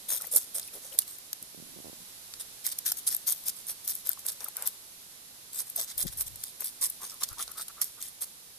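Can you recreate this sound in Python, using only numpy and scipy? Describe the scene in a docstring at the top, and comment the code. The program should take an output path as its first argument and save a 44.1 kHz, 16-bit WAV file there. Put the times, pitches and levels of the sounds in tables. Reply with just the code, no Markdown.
"""A small fish is scaled just above a shallow river, close to a stereo microphone; the water hisses throughout.
For the first second the knife crackles over scale edges and rasps the flesh; scales snap free, drops fall.
From 1.4 s the wet grip sticks and slips, creaking as the fish is turned. Scraping resumes at 2.4 s and
rests at 4.7 s. In the last run, 5.5 to 8.2 s, wet skin squelches more often and air buffets the microphone."""
import sys
import numpy as np
from scipy import signal
from scipy.fft import rfft, irfft
from scipy.io import wavfile
from scipy.ndimage import uniform_filter1d

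SR = 44100
rng = np.random.default_rng(int(sys.argv[2]) if len(sys.argv) > 2 else 0)


def transcribe(u):
    """Save the signal u as a 16-bit wav file named by the first command-line argument.

    u: samples, shape (n,) or (channels, n), limited to [-1, 1]; the rate is SR.
    q: integer samples, one column per channel.
    """
    v = np.clip(np.atleast_2d(u).T, -1, 1)
    q = np.round(v * 32767).astype(np.int16)
    wavfile.write(sys.argv[1], SR, q)


N = 378378
TIME = np.arange(N) / SR
HZ = np.fft.rfftfreq(N, 1 / SR)
SIDES = np.array([[.5], [-.5]])  # splits a left-minus-right difference between the channels

# Table levels are relative, ahead of each source's gain; balance is left minus right.
# The river's spectrum at the microphone: f/Hz, level/dB
RIVER_SPECTRUM = [(15, -28), (25, -7), (66, 0), (125, -4), (170, -1.5), (300, -5), (800, -6), (2400, -5.5),
                  (3000, -4), (3900, 0), (7500, -2), (10700, 0), (13500, 0), (14300, -16), (14900, -55)]
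# Its loudness over time: t/s, level/dB
RIVER_LEVEL = [(0, -48.5), (.8, -49), (1.35, -50), (1.9, -48.5), (2.8, -48.5), (4.6, -49.5), (5.3, -50.5),
               (5.8, -50), (7.3, -49.5), (8.58, -51.5)]
# How alike it is left and right: f/Hz, correlation
RIVER_CORRELATION = [(60, 0.5), (130, 0.7), (290, 0.79), (640, 0.66), (1410, -0.26), (3100, -0),
                     (6820, -0.091), (15000, -0.08)]
# Its lean in the stereo image: f/Hz, balance/dB
RIVER_PAN = [(60, -1.5), (150, -1), (700, -1), (4500, -.5), (8500, -2.5), (10800, -12), (12000, -5.5),
             (14000, 1)]
# Air on the microphone: middle t/s, length/s, level/dB, upper edge f/Hz
AIR_PUFFS = [(5.974, 0.034, -57, 109), (6.063, 0.1, -49, 110), (6.051, 0.032, -47, 373),
             (6.258, 0.3, -56.5, 118), (7.318, 0.042, -55, 107), (7.412, 0.26, -70, 90)]
# Drops landing in the shallows: t/s, f/Hz, level/dB, ring/cycles, pitch glide
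WATER_DROPS = [(.203, 1430, -51, 8.6, -0.048), (0.244, 804, -48, 1.4, -0.013), (.243, 1950, -47, 4, 0.0059),
               (.272, 520, -55, 2.8, -.02), (.63, 5200, -38.5, 5, -0.026), (.684, 2620, -51.5, 7.4, -0.015),
               (.925, 3180, -45, 5.5, -0.026), (1.022, 3000, -51, 12, -0.016),
               (4.104, 1540, -47.5, 3.9, -.02), (4.174, 1160, -49.5, 3.1, -.02),
               (4.462, 1350, -46.5, 5, -0.026)]
# The grip creaking: start t/s, length/s, slips per s, level/dB, f/Hz, t60/s
GRIP_CREAKS = [(1.422, .025, 61, -52.5, 270, 0.015), (1.546, .005, 70, -47, 400, 0.011),
               (1.576, .03, 102, -48.5, 250, 0.017), (1.624, .005, 70, -48.5, 250, 0.022),
               (1.762, .016, 164, -48, 310, 0.011), (1.788, .02, 79, -42, 310, 0.0074),
               (1.845, .058, 79, -38, 332, 0.0054), (1.93, .005, 70, -42, 330, 0.0072)]
# The hand sliding softly between slips: middle t/s, length/s, resonance f/Hz, level/dB
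HAND_RUBS = [(1.685, 0.19, 250, -59), (2.015, 0.062, 210, -60)]
# The grip's phase between the microphone ports: f/Hz, left lead/rad
GRIP_LEAD = [(50, -0.4), (300, -1.8), (900, -1.3)]
# Wet skin under blade and fingers: middle t/s, length/s, resonance f/Hz, level/dB
SKIN_SQUELCHES = [ (.125, 0.058, 545, -57.5), (.352, 0.066, 554, -47), (.57, 0.061, 570, -53.5),
                  (.762, 0.062, 500, -53), (.851, 0.02, 550, -55), (.951, 0.073, 534, -56.5),
                  (4.425, 0.046, 920, -56), (4.485, 0.018, 966, -51.5), (4.583, 0.046, 1470, -52),
                  (4.636, 0.066, 980, -55), (5.791, 0.055, 623, -48.5), (6.839, 0.063, 1070, -52.5),
                  (7.032, 0.048, 1040, -49), (7.138, 0.052, 1210, -56.5), (7.226, 0.026, 1160, -43),
                  (7.32, 0.049, 1270, -52.5), (7.383, 0.024, 1090, -50), (7.407, 0.036, 1270, -42.5),
                  (7.505, 0.051, 1290, -54), (7.591, 0.065, 1330, -47), (7.704, 0.017, 1300, -50.5),
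                  (7.793, 0.056, 1290, -52.5), (7.989, 0.034, 1230, -57)]
# Spectrum of small scales flicking off: f/Hz, level/dB
FLICK_SPECTRUM = [(500, -42), (2000, 2), (2800, -17), (3500, -6.5), (7000, 7), (13500, -11), (14300, -10),
                  (14900, -66)]
# Single scales snapping free: t/s, level/dB, balance/dB, body against treble/dB, tear against crack/dB
SCALE_SNAPS = [(0.2127, -37, 2, 10, -3), (.2205, -25.5, -1, -9, -7), (.2708, -32.5, 12, -23, -3),
               (0.3633, -13.5, -15, -10, 7), (0.371, -18, 7, 0, -11), (0.5833, -29.5, -6, 8, -4),
               (.5968, -28.5, 0, 6.5, -4), (0.677, -33, 0, -14, -5), (.9805, -34, -6, -11, -10),
               (0.9887, -10.5, -7, -4.5, -14), (1.02, -36, -11, 0, -4), (1.1855, -41, 10, -16, -10),
               (1.331, -26.5, 0, 5.5, -29), (1.427, -30.5, 0, -22, -18), (2.3387, -47, 2, 25, -19),
               (2.6658, -17, -6, -3, -10), (2.674, -27, -13, -16, -6), (2.7225, -27, -9, -11, -8),
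               (2.788, -25, -5.5, 2.5, -5), (2.866, -24, -7, -4, 2), (2.92, -13.5, -2.5, -2.5, 2),
               (3.1483, -19.5, -1, -6, -11), (3.1655, -24.5, -2, -10, -1), (3.278, -26, -2, -16, -4),
               (3.299, -26, -4, -3, -3), (3.323, -18, -10, -10, -4), (3.439, -37, 5, -7, -6),
               (3.4833, -19, 1, -5, -3), (3.669, -34, -7, -14, -3), (3.8778, -23, -2, -1, -10),
               (3.904, -29, -8, -1, -7), (3.9203, -32, 2, 4.5, -3), (3.953, -26, 1, -16, -8),
               (3.9645, -39, 0, -2, -6), (4.072, -29, -3, -4, 0), (4.093, -24, 15, -30, -10),
               (4.1165, -29, 0, 2, -19), (4.1324, -31.5, -1, 3, -3), (4.265, -22, -14, -23, -23),
               (4.287, -25, -1, 2, 2), (4.406, -42.5, 6, 15, -14), (4.445, -24.5, -3, -27, 20),
               (4.4857, -27.5, 8, -13, 0), (4.5683, -23.5, 3, -7, -15), (4.6242, -26, 3, -3, 7),
               (4.667, -30, 8, -13, -8), (4.674, -17, -4, -7.5, -20), (5.55, -37, -2, -5, -3),
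               (5.591, -29, -7, -5, 2), (5.7005, -28, 1, -20, -2), (5.763, -20, -7, -32, 8),
               (5.798, -30.5, 0, 11, -6), (5.98, -21.5, -3, -9, 8), (6.028, -26, -17, -2, 0),
               (6.071, -34, 8, -8, -1), (6.0804, -39.5, -3, 12, -4), (6.2099, -22, -4, 2, -9),
               (6.222, -35, -6, 2, -2), (6.269, -36, -2, -4, -2), (6.3585, -35, -7, -6, -16),
               (6.439, -24.5, -2, 0.5, -2), (6.6086, -29, 6, -16, -4), (6.658, -28, -4, -6, -3),
               (6.674, -36, -4, -3, -3), (6.828, -25, -5, 3, 9), (6.9023, -25, 4, -14, 6),
               (7.098, -46, -2, 12, 2), (7.108, -43, 1, -3, -6), (7.143, -37, -5, -14, -4),
               (7.2361, -20.5, -7, 5.5, -1), (7.289, -35.5, -1, 9, -2), (7.33, -36, -5, -8, 0),
               (7.479, -40, -1, 14, 1), (7.5172, -33, 3, -7, 6), (7.583, -33, -5, -8, -3),
               (7.614, -35, -5, 0, -12), (7.626, -38, -2, 0, -7), (7.6835, -31.5, -2, 5, 1),
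               (7.8163, -18.5, -8, 2, -12), (7.843, -28.5, -17, -12, -10), (8.026, -30.5, -9, 1, -10),
               (8.085, -38, -16, -6, -2)]
# Spectrum of those snaps: f/Hz, level/dB
SNAP_SPECTRUM = [(200, -50), (500, -23), (1500, -16.5), (2700, -20.5), (3600, -10.5), (5500, -5),
                 (7200, -7.5), (8800, 1), (11000, -2.5), (13500, 4), (15000, -7.5), (15500, -27),
                 (16400, -34.5)]
# Passes of the blade, firm pushes and light returns:
# start t/s, length/s, place of greatest pressure/0-1, crackle level/dB, flesh level/dB, brightness/dB
BLADE_STROKES = [ (0.088, 0.099, 0.26, -27.5, -47, 1.5), (0.205, 0.082, 0.44, -45, -54, 3),
                 (0.317, 0.075, 0.85, -30.5, -50, 6.5), (0.393, 0.053, 0, -39.5, -69, 0),
                 (0.545, 0.044, 0.2, -31.5, -53.5, 1), (0.612, 0.073, 0.1, -43.5, -66, -3),
                 (0.728, 0.067, 0.2, -46, -59, 5.5), (0.82, 0.085, 0.4, -45, -60.5, 1),
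                 (0.913, 0.048, 0.75, -43.5, -56, 1), (0.981, 0.055, 0, -36, -62, -2),
                 (1.072, 0.095, 0, -44, -60.5, 3.5), (2.396, 0.028, 0.45, -34.5, -58, -2.5),
                 (2.644, 0.061, 0.2, -30.5, -70, -3.5), (2.71, 0.024, 0.8, -32, -59, -2.5),
                 (2.855, 0.056, 0.13, -26, -54, -1), (2.966, 0.035, 0.66, -37, -59, 4),
                 (3.069, 0.022, 0.3, -21.5, -50, 1.5), (3.092, 0.059, 0.6, -31, -53.5, -1),
                 (3.268, 0.066, 0.14, -25.5, -49, 2.5), (3.345, 0.092, .3, -51, -80, -4),
                 (3.459, 0.044, 0.97, -29, -54, -1), (3.556, 0.066, 0.2, -45.5, -76, 2),
                 (3.676, 0.051, 0.47, -32, -53, -0.5), (3.844, 0.019, 0.4, -41.5, -70, 4.5),
                 (3.876, 0.051, 0.24, -28.5, -56, 0.5), (3.932, 0.082, 0, -43, -79, 0.5),
                 (4.052, 0.08, 0.1, -37, -54, -1.5), (4.189, .02, 0.2, -44.5, -66, 1.5),
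                 (4.253, 0.022, 0, -35.5, -50, 1), (4.279, 0.028, 0.37, -29, -49, -1),
                 (4.312, 0.022, 0.2, -38.5, -57, 3), (4.403, 0.095, 0, -43.5, -50, 0),
                 (4.558, 0.096, 0.84, -47, -47.5, 4), (4.657, 0.032, 0.43, -31, -47.5, -0.5),
                 (5.53, 0.063, 0.97, -36, -56.5, 1), (5.588, 0.036, 0.35, -30.5, -51, 1),
                 (5.664, 0.061, 0.1, -46.5, -63, 1), (5.758, 0.092, 0.5, -31, -51, 0),
                 (5.877, 0.05, 0.74, -36, -63, -4.5), (5.978, 0.062, 0.58, -30, -51.5, 0.5),
                 (6.067, 0.028, 0.45, -36.5, -68, -8.5), (6.12, 0.019, 0.5, -39.5, -55.5, 1),
                 (6.172, 0.058, 0.88, -36, -53, 6.5), (6.263, 0.023, 0.8, -36.5, -68, -2),
                 (6.392, 0.12, 0.7, -44, -67, -1), (6.599, 0.039, 0.56, -38, -49, 0),
                 (6.639, 0.058, 0.1, -33, -62, 0), (6.814, 0.058, 0.52, -24.5, -53, 0.5),
                 (7.014, 0.066, 0.47, -36.5, -52.5, -2), (7.087, 0.043, 0.4, -40, -67, -4),
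                 (7.208, 0.046, 0.74, -31.5, -56, -3), (7.275, 0.046, 0.3, -45, -69, -5),
                 (7.385, 0.055, 0.77, -31.5, -55, -2.5), (7.574, 0.06, 0.83, -34, -64, -2.5),
                 (7.814, 0.021, 0.3, -23.5, -65, -3), (7.845, 0.043, 0, -42.5, -74, 0),
                 (8.004, 0.094, 0, -38.5, -75, -3), (8.21, 0.036, 0.4, -32, -51, 2)]
# Spectrum of the rasping flesh: f/Hz, level/dB
FLESH_SPECTRUM = [(100, -22), (300, -9), (520, 6), (750, 0.5), (1000, 3.5), (1600, 2.5), (2500, 0),
                  (4000, -11.5), (13500, -3), (14300, -24), (14900, -86)]
# Spectrum of the crackling scale edges: f/Hz, level/dB
SCALE_SPECTRUM = [(400, -39.5), (1200, -21.5), (2000, -15.5), (2800, -21.5), (3550, -4.5), (4300, -9.5),
                  (5200, -4), (7200, -5.5), (8800, 2.5), (10000, 3), (11500, 0.5), (13200, 2.5),
                  (14300, -3), (14900, -64), (16400, -62)]
# Lean of the scrapes and snaps at close range: f/Hz, balance/dB
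KNIFE_PAN = [(500, 3), (1400, 11.5), (2400, 0), (3200, 5), (4300, 1.5), (5200, 1), (6400, 4), (7400, -3),
             (8200, 3.5), (9000, -4), (9800, 2), (10800, -7.5), (11700, 0), (12300, 12.5), (12900, 12.5),
             (14000, 8)]
# The knife's phase between the microphone ports: f/Hz, left lead/rad
KNIFE_LEAD = [(2400, 0), (3700, -1), (5200, 1.5), (7200, -.5), (8200, 1), (9300, 1.1), (10000, 3.5),
              (11000, 6.6), (11800, 10.5), (13000, 8.5), (14200, 13)]


def amp(db):
    """Decibels to gain."""
    return 10 ** (np.asarray(db) / 20)


def unit_rms(x):
    """Scales to rms 1."""
    return x / np.sqrt(np.mean(x ** 2) + 1e-20)


def curve_at(points, hz):
    """Reads a table on a log-frequency axis."""
    f, value = np.transpose(points)
    return np.interp(np.log(hz + 1), np.log(f + 1), value)


def add(mix, s, sound):
    """Adds a sound to the stereo mix at time s."""
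    part = mix[:, max(round(s * SR), 0):][:, :sound.shape[-1]]
    part += sound[..., :part.shape[1]]


def coloured(x, spectrum, balance=((1, 0), (2, 0)), size=2048):
    """Minimum-phase filter of unit energy, with a left-right balance by frequency."""
    hz = abs(np.fft.fftfreq(size, 1 / SR))
    log_gain = np.log(amp(np.maximum(curve_at(spectrum, hz), -100) + SIDES * curve_at(balance, hz)))
    taps = np.fft.ifft(np.exp(np.conj(signal.hilbert(log_gain)))).real
    return signal.oaconvolve(x, unit_rms(taps) / np.sqrt(size), axes=1)[:, :N]


def treble_share(x, from_hz, to_hz):
    """The part of a sound above a soft crossover."""
    size = x.shape[-1]
    return irfft(rfft(x) * np.interp(np.fft.rfftfreq(size, 1 / SR), [from_hz, to_hz], [0, 1]), size)


def at_microphone(x, lead, pan_db):
    """A close source reaches the two microphone ports at different phases and levels."""
    return irfft(rfft(x) * np.exp(1j * SIDES * curve_at(lead, HZ)), N) * amp(SIDES * pan_db)


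def ring(t60, size=4096):
    """A dense dying ring of unit energy, different in each channel."""
    tail = rng.standard_normal((2, size)) * amp(-60 * np.arange(size) / SR / t60)
    return unit_rms(tail) / np.sqrt(size)


def ping(hz, cycles, glide):
    """A pocket of air or small body rings for a few cycles while its pitch slides."""
    age = np.arange(int(5 * cycles / hz * SR)) * hz / cycles / SR  # in decay times
    return np.sin(2 * np.pi * cycles * (age + glide * age ** 2)) * np.exp(-age) * (1 - np.exp(-5 * age))


def resonate(x, hz, width_hz):
    """A resonance that follows the curve hz."""
    turn = np.exp(2j * np.pi * np.cumsum(hz) / SR)
    return (turn * signal.lfilter(*signal.butter(2, width_hz / 2, fs=SR), x / turn)).real


def river():
    """Shallow water running below the microphone: a soft, even wash with a fine bright hiss."""
    hz = np.fft.rfftfreq(1024, 1 / SR)
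    noise = rng.standard_normal((4, N // 256 + 5, len(hz)))
    left, unrelated = noise[::2] + 1j * noise[1::2]
    alike = curve_at(RIVER_CORRELATION, hz)
    frames = np.array([left, alike * left + np.sqrt(1 - alike ** 2) * unrelated])
    frames *= amp(curve_at(RIVER_SPECTRUM, hz) + (SIDES * curve_at(RIVER_PAN, hz))[:, None])
    wash = signal.istft(frames.transpose(0, 2, 1), nperseg=1024, noverlap=768)[1][:, :N]
    return unit_rms(wash) * amp(np.interp(TIME, *np.transpose(RIVER_LEVEL)) + 1)


def bank_scatter(close):
    """The riverbank throws a faint, short scatter of the knife back to the microphone."""
    return amp(-22) * signal.oaconvolve(close, ring(t60=.15, size=8192), axes=1)[:, :N]


def air_puffs(gust_end_s=6.064):
    """Air buffets the two ports separately, the left far more; one gust swells to a dull thump."""
    out = np.zeros((2, N))
    for s, length, db, edge_hz in AIR_PUFFS:
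        swell = np.hanning(int(2 * length * SR)) ** 2
        band = signal.butter(3, [18, edge_hz], "band", fs=SR)
        rumble = signal.lfilter(*band, rng.standard_normal((2, SR)))[:, -len(swell):]
        add(out, s - length, amp(db) * unit_rms(rumble * swell) * np.sqrt(np.mean(swell ** 2)))
    thump = ping(hz=188, cycles=1, glide=-0.041)[::-1]  # reversed: it grows, then breaks off
    add(out, gust_end_s - len(thump) / SR, amp(-27.5) * thump)
    return out * amp(SIDES * 20.7 - 3)


def drops():
    """Drops fall off the fish into the shallows, each ringing a small bubble."""
    out = np.zeros((2, N))
    for s, hz, db, cycles, glide in WATER_DROPS:
        add(out, s, amp(db + 11) * ping(hz, cycles, glide))
    return out


def squelches(events, rise, arch=.08, waver=0.041, slips_per_s=230, pocket_q=5.5, spray_db=-5):
    """Uneven slips of wet skin ring a squeezed pocket, bending its pitch; each spits a little water."""
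    out = np.zeros((2, N))
    for s, length, hz, db in events:
        count = int(2 * length * SR)
        jitter, hiss, left, right, force = rng.standard_normal((5, SR // 2))[:, :count]
        jitter = unit_rms(uniform_filter1d(jitter, 200))
        slips_so_far = np.floor(np.cumsum(slips_per_s * np.exp(0.62 * jitter)) / SR)
        slips = unit_rms(np.diff(slips_so_far, prepend=0) * amp(2.6 * force))
        squeeze = np.linspace(-1, 1, count)
        pitch = hz * np.exp(rise * squeeze - arch * squeeze ** 2 + waver * jitter)
        friction = slips + 0.35 * (hiss + np.array([left, right]))
        pocket = resonate(friction, pitch, width_hz=np.hypot(130, hz / pocket_q))
        spray = resonate(slips, pitch, width_hz=hz)
        swell = np.hanning(count) ** 2
        squelch = unit_rms(pocket * swell) + amp(spray_db) * unit_rms(spray * swell)
        add(out, s - length, amp(db) * unit_rms(squelch) * np.sqrt(np.mean(swell ** 2)))
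    return out


def grip(sag=0.31, sag_s=0.00083, attack_s=0.00035, muffle_hz=(90, 950)):
    """The soft hand, right of centre, sticks and slips in runs of dull knocks that sag in pitch."""
    out, t = np.zeros((2, N)), np.arange(2500) / SR
    for start, length, per_s, db, hz, t60 in GRIP_CREAKS:
        turns = np.cumsum(hz * (1 - sag + np.exp(-t / sag_s))) / SR
        envelope = amp(db + 11 - 60 * t / t60) * (1 - np.exp(-t / attack_s))
        knock = -envelope * np.sin(2 * np.pi * turns)
        lateness, force_db = rng.standard_normal((2, 16))
        gaps = np.exp(0.133 * lateness) / per_s
        for when, gain in zip(np.cumsum(gaps) - gaps[0], amp(force_db)):
            add(out, start + when, knock * gain * (when < length))
    creaks = signal.lfilter(*signal.butter(2, muffle_hz, "band", fs=SR), out)
    return at_microphone(creaks + squelches(HAND_RUBS, rise=0), GRIP_LEAD, pan_db=-6)


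def pressure(t, length, crest, follows, bite_s=0.011, release_s=0.008):
    """Gain of one pass: the edge bites, swells to a crest, eases and lets go; follows scales the swell."""
    bite = 1 / (1 + np.exp(-8 * t / bite_s))
    release = 1 / (1 + np.exp(np.minimum(8 * (t - length) / release_s, 80)))
    crest_s = length * np.clip(crest, .02, .98)
    swell = amp(follows * np.interp(t, [0, crest_s, length], [-7.5, 0, -11]))
    touch = (t < 0) * amp(-45 - 450 * abs(t))  # the blade brushes the scales before it bites
    drag = (t > length) * amp(-19.5 - 114 * abs(t - length))  # loosened scales rustle on
    return np.sqrt(bite * release * swell ** 2 + touch ** 2 + drag ** 2)


def flicks(per_s=60, low_hz=3360, high_hz=10200, spread_db=12.5):
    """Small scales tick off at random in each pass, each at its own pitch, louder as the blade presses."""
    out = np.zeros((2, N))
    for start, length, crest, db, _, _ in BLADE_STROKES:
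        gap, strength, pitch, side = rng.random((40, 4)).T
        when = np.cumsum(2 * gap) / per_s
        gain = pressure(when, length, crest, follows=0.64) * amp(db - 7.5 + spread_db * strength)
        for k in np.flatnonzero(when < length):
            tick = ping(low_hz * (high_hz / low_hz) ** pitch[k], cycles=3.1, glide=0)
            add(out, start + when[k], gain[k] * amp(SIDES * 27 * (side[k] - .5)) * tick)
    return coloured(out, FLICK_SPECTRUM)


def snaps(tear_s=.0016, tear_lead_s=.0009, slips_per_s=2000, hard_db=-21, size=4096):
    """A scale tears loose in a few slips, then flicks free with a sharp crack and a brief flutter."""
    top, body = np.zeros((2, 2, N))
    t = (np.arange(size) - size // 4) / SR
    tear_window = np.exp(-.5 * ((t + tear_lead_s) / tear_s) ** 2)
    for s, db, pan_db, body_db, tear_db in SCALE_SNAPS:
        slips = rng.standard_normal(size) * (rng.random(size) < slips_per_s / SR) * tear_window
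        force = (t == 0) + amp(tear_db) * unit_rms(slips) / np.sqrt(size)
        crack, flutter = ring(t60=.0025), amp(0.5) * ring(t60=.019)
        crack[:, 0] += amp(-1.5)  # its onset reaches both channels alike
        snap = signal.fftconvolve(force[None], crack + flutter, axes=1)[:, :size]
        snap = unit_rms(snap) * amp(db + SIDES * pan_db) * np.sqrt(.004 * SR / size)  # level over 4 ms
        softness = 1 - amp(min(db - hard_db, 0)) ** 2  # only hard snaps keep all their topmost treble
        snap -= softness * treble_share(snap, 14300, 14700)
        add(top, s + t[0], snap)
        add(body, s + t[0], snap * amp(body_db))
    return amp(-1.7) * coloured(body + treble_share(top - body, 3600, 11200), SNAP_SPECTRUM, KNIFE_PAN)


def crackle(size, per_s, spread_db, scatter):
    """Stereo train of tiny clicks of uneven size, each from a slightly different direction."""
    height = amp(spread_db * np.minimum(rng.exponential(1, size), 3)) * (rng.random(size) < per_s / SR)
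    return unit_rms(height * (rng.choice([-1, 1], size) + scatter * rng.standard_normal((2, size))))


def mottled(x, patch_db, clump_db):
    """Scales give way in clumps, and each clump rings with a colour of its own."""
    frames = signal.stft(x, nperseg=128)[2]
    patches = uniform_filter1d(rng.standard_normal(frames.shape[1:]), size=4, axis=0)
    patches = unit_rms(uniform_filter1d(patches, size=4, axis=1))
    clumps = unit_rms(uniform_filter1d(rng.standard_normal(frames.shape[2]), size=3))
    return unit_rms(signal.istft(frames * amp(patch_db * patches + clump_db * clumps), nperseg=128)[1])


def steadied(x, seconds):
    """Holds the short-term power at 1."""
    return x / np.sqrt(abs(uniform_filter1d((x ** 2).mean(0), int(seconds * SR))) + 1e-3)


def scraping(rows_per_s=49.6, ripple_db=0.26, size=12288):
    """The blade lifts rows of scale edges: bright crackle over the duller rasp of the flesh."""
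    bright, dull = np.zeros((2, 2, N))
    t = np.arange(size) / SR - .02
    for start, length, crest, db, flesh_db, bright_db in BLADE_STROKES:
        edges = crackle(size, per_s=2800, spread_db=-3, scatter=0.54)
        edges += amp(-3) * signal.oaconvolve(edges, ring(t60=.006), axes=1)[:, :size]
        edges = steadied(mottled(edges, patch_db=2.4, clump_db=2), seconds=.014)
        treble = treble_share(edges, 2700, 10800)
        edges = treble * amp(bright_db) + (edges - treble) * amp(-bright_db)
        # the edge bumps over the rows at an uneven speed
        speed = np.exp(0.74 * unit_rms(uniform_filter1d(rng.standard_normal(size), size=400)))
        bumps = np.cos(2 * np.pi * (rng.random() + np.cumsum(rows_per_s * speed) / SR))
        edges *= pressure(t, length, crest, follows=0.72) * amp(db - ripple_db * bumps)
        add(bright, start + t[0], edges)
        flesh = steadied(crackle(size, per_s=600, spread_db=3, scatter=0.4), seconds=0.024)
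        add(dull, start + t[0], flesh * pressure(t, length, crest, follows=0.96) * amp(flesh_db))
    scales = amp(1.05) * coloured(bright, SCALE_SPECTRUM, KNIFE_PAN)
    return scales + amp(0.1) * coloured(dull, FLESH_SPECTRUM)


def knife():
    """Scrapes, ticks and snaps, close to the microphone and slightly to one side."""
    return at_microphone(scraping() + flicks() + snaps(), KNIFE_LEAD, pan_db=-2)


def scene():
    """Knife and fish in the foreground, with the bank and the river behind."""
    close = knife()
    bank = bank_scatter(close)
    wet_skin = squelches(SKIN_SQUELCHES, rise=0.071) * amp(SIDES * 1.5)  # a little to the left
    return close + bank + wet_skin + drops() + grip() + air_puffs() + river()


def record(dry, edge_hz=16400):
    """The microphone's top treble falls away, then stops at a steep band limit."""
    treble = amp(curve_at([(14200, 0), (15000, -8), (16400, -14)], HZ))
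    sound = irfft(rfft(dry) * treble, N)
    band_limit = signal.firwin(511, edge_hz, window=("kaiser", 9), fs=SR)
    return signal.oaconvolve(sound, band_limit[None], "same")


dry = scene()
out = record(dry)
transcribe(out)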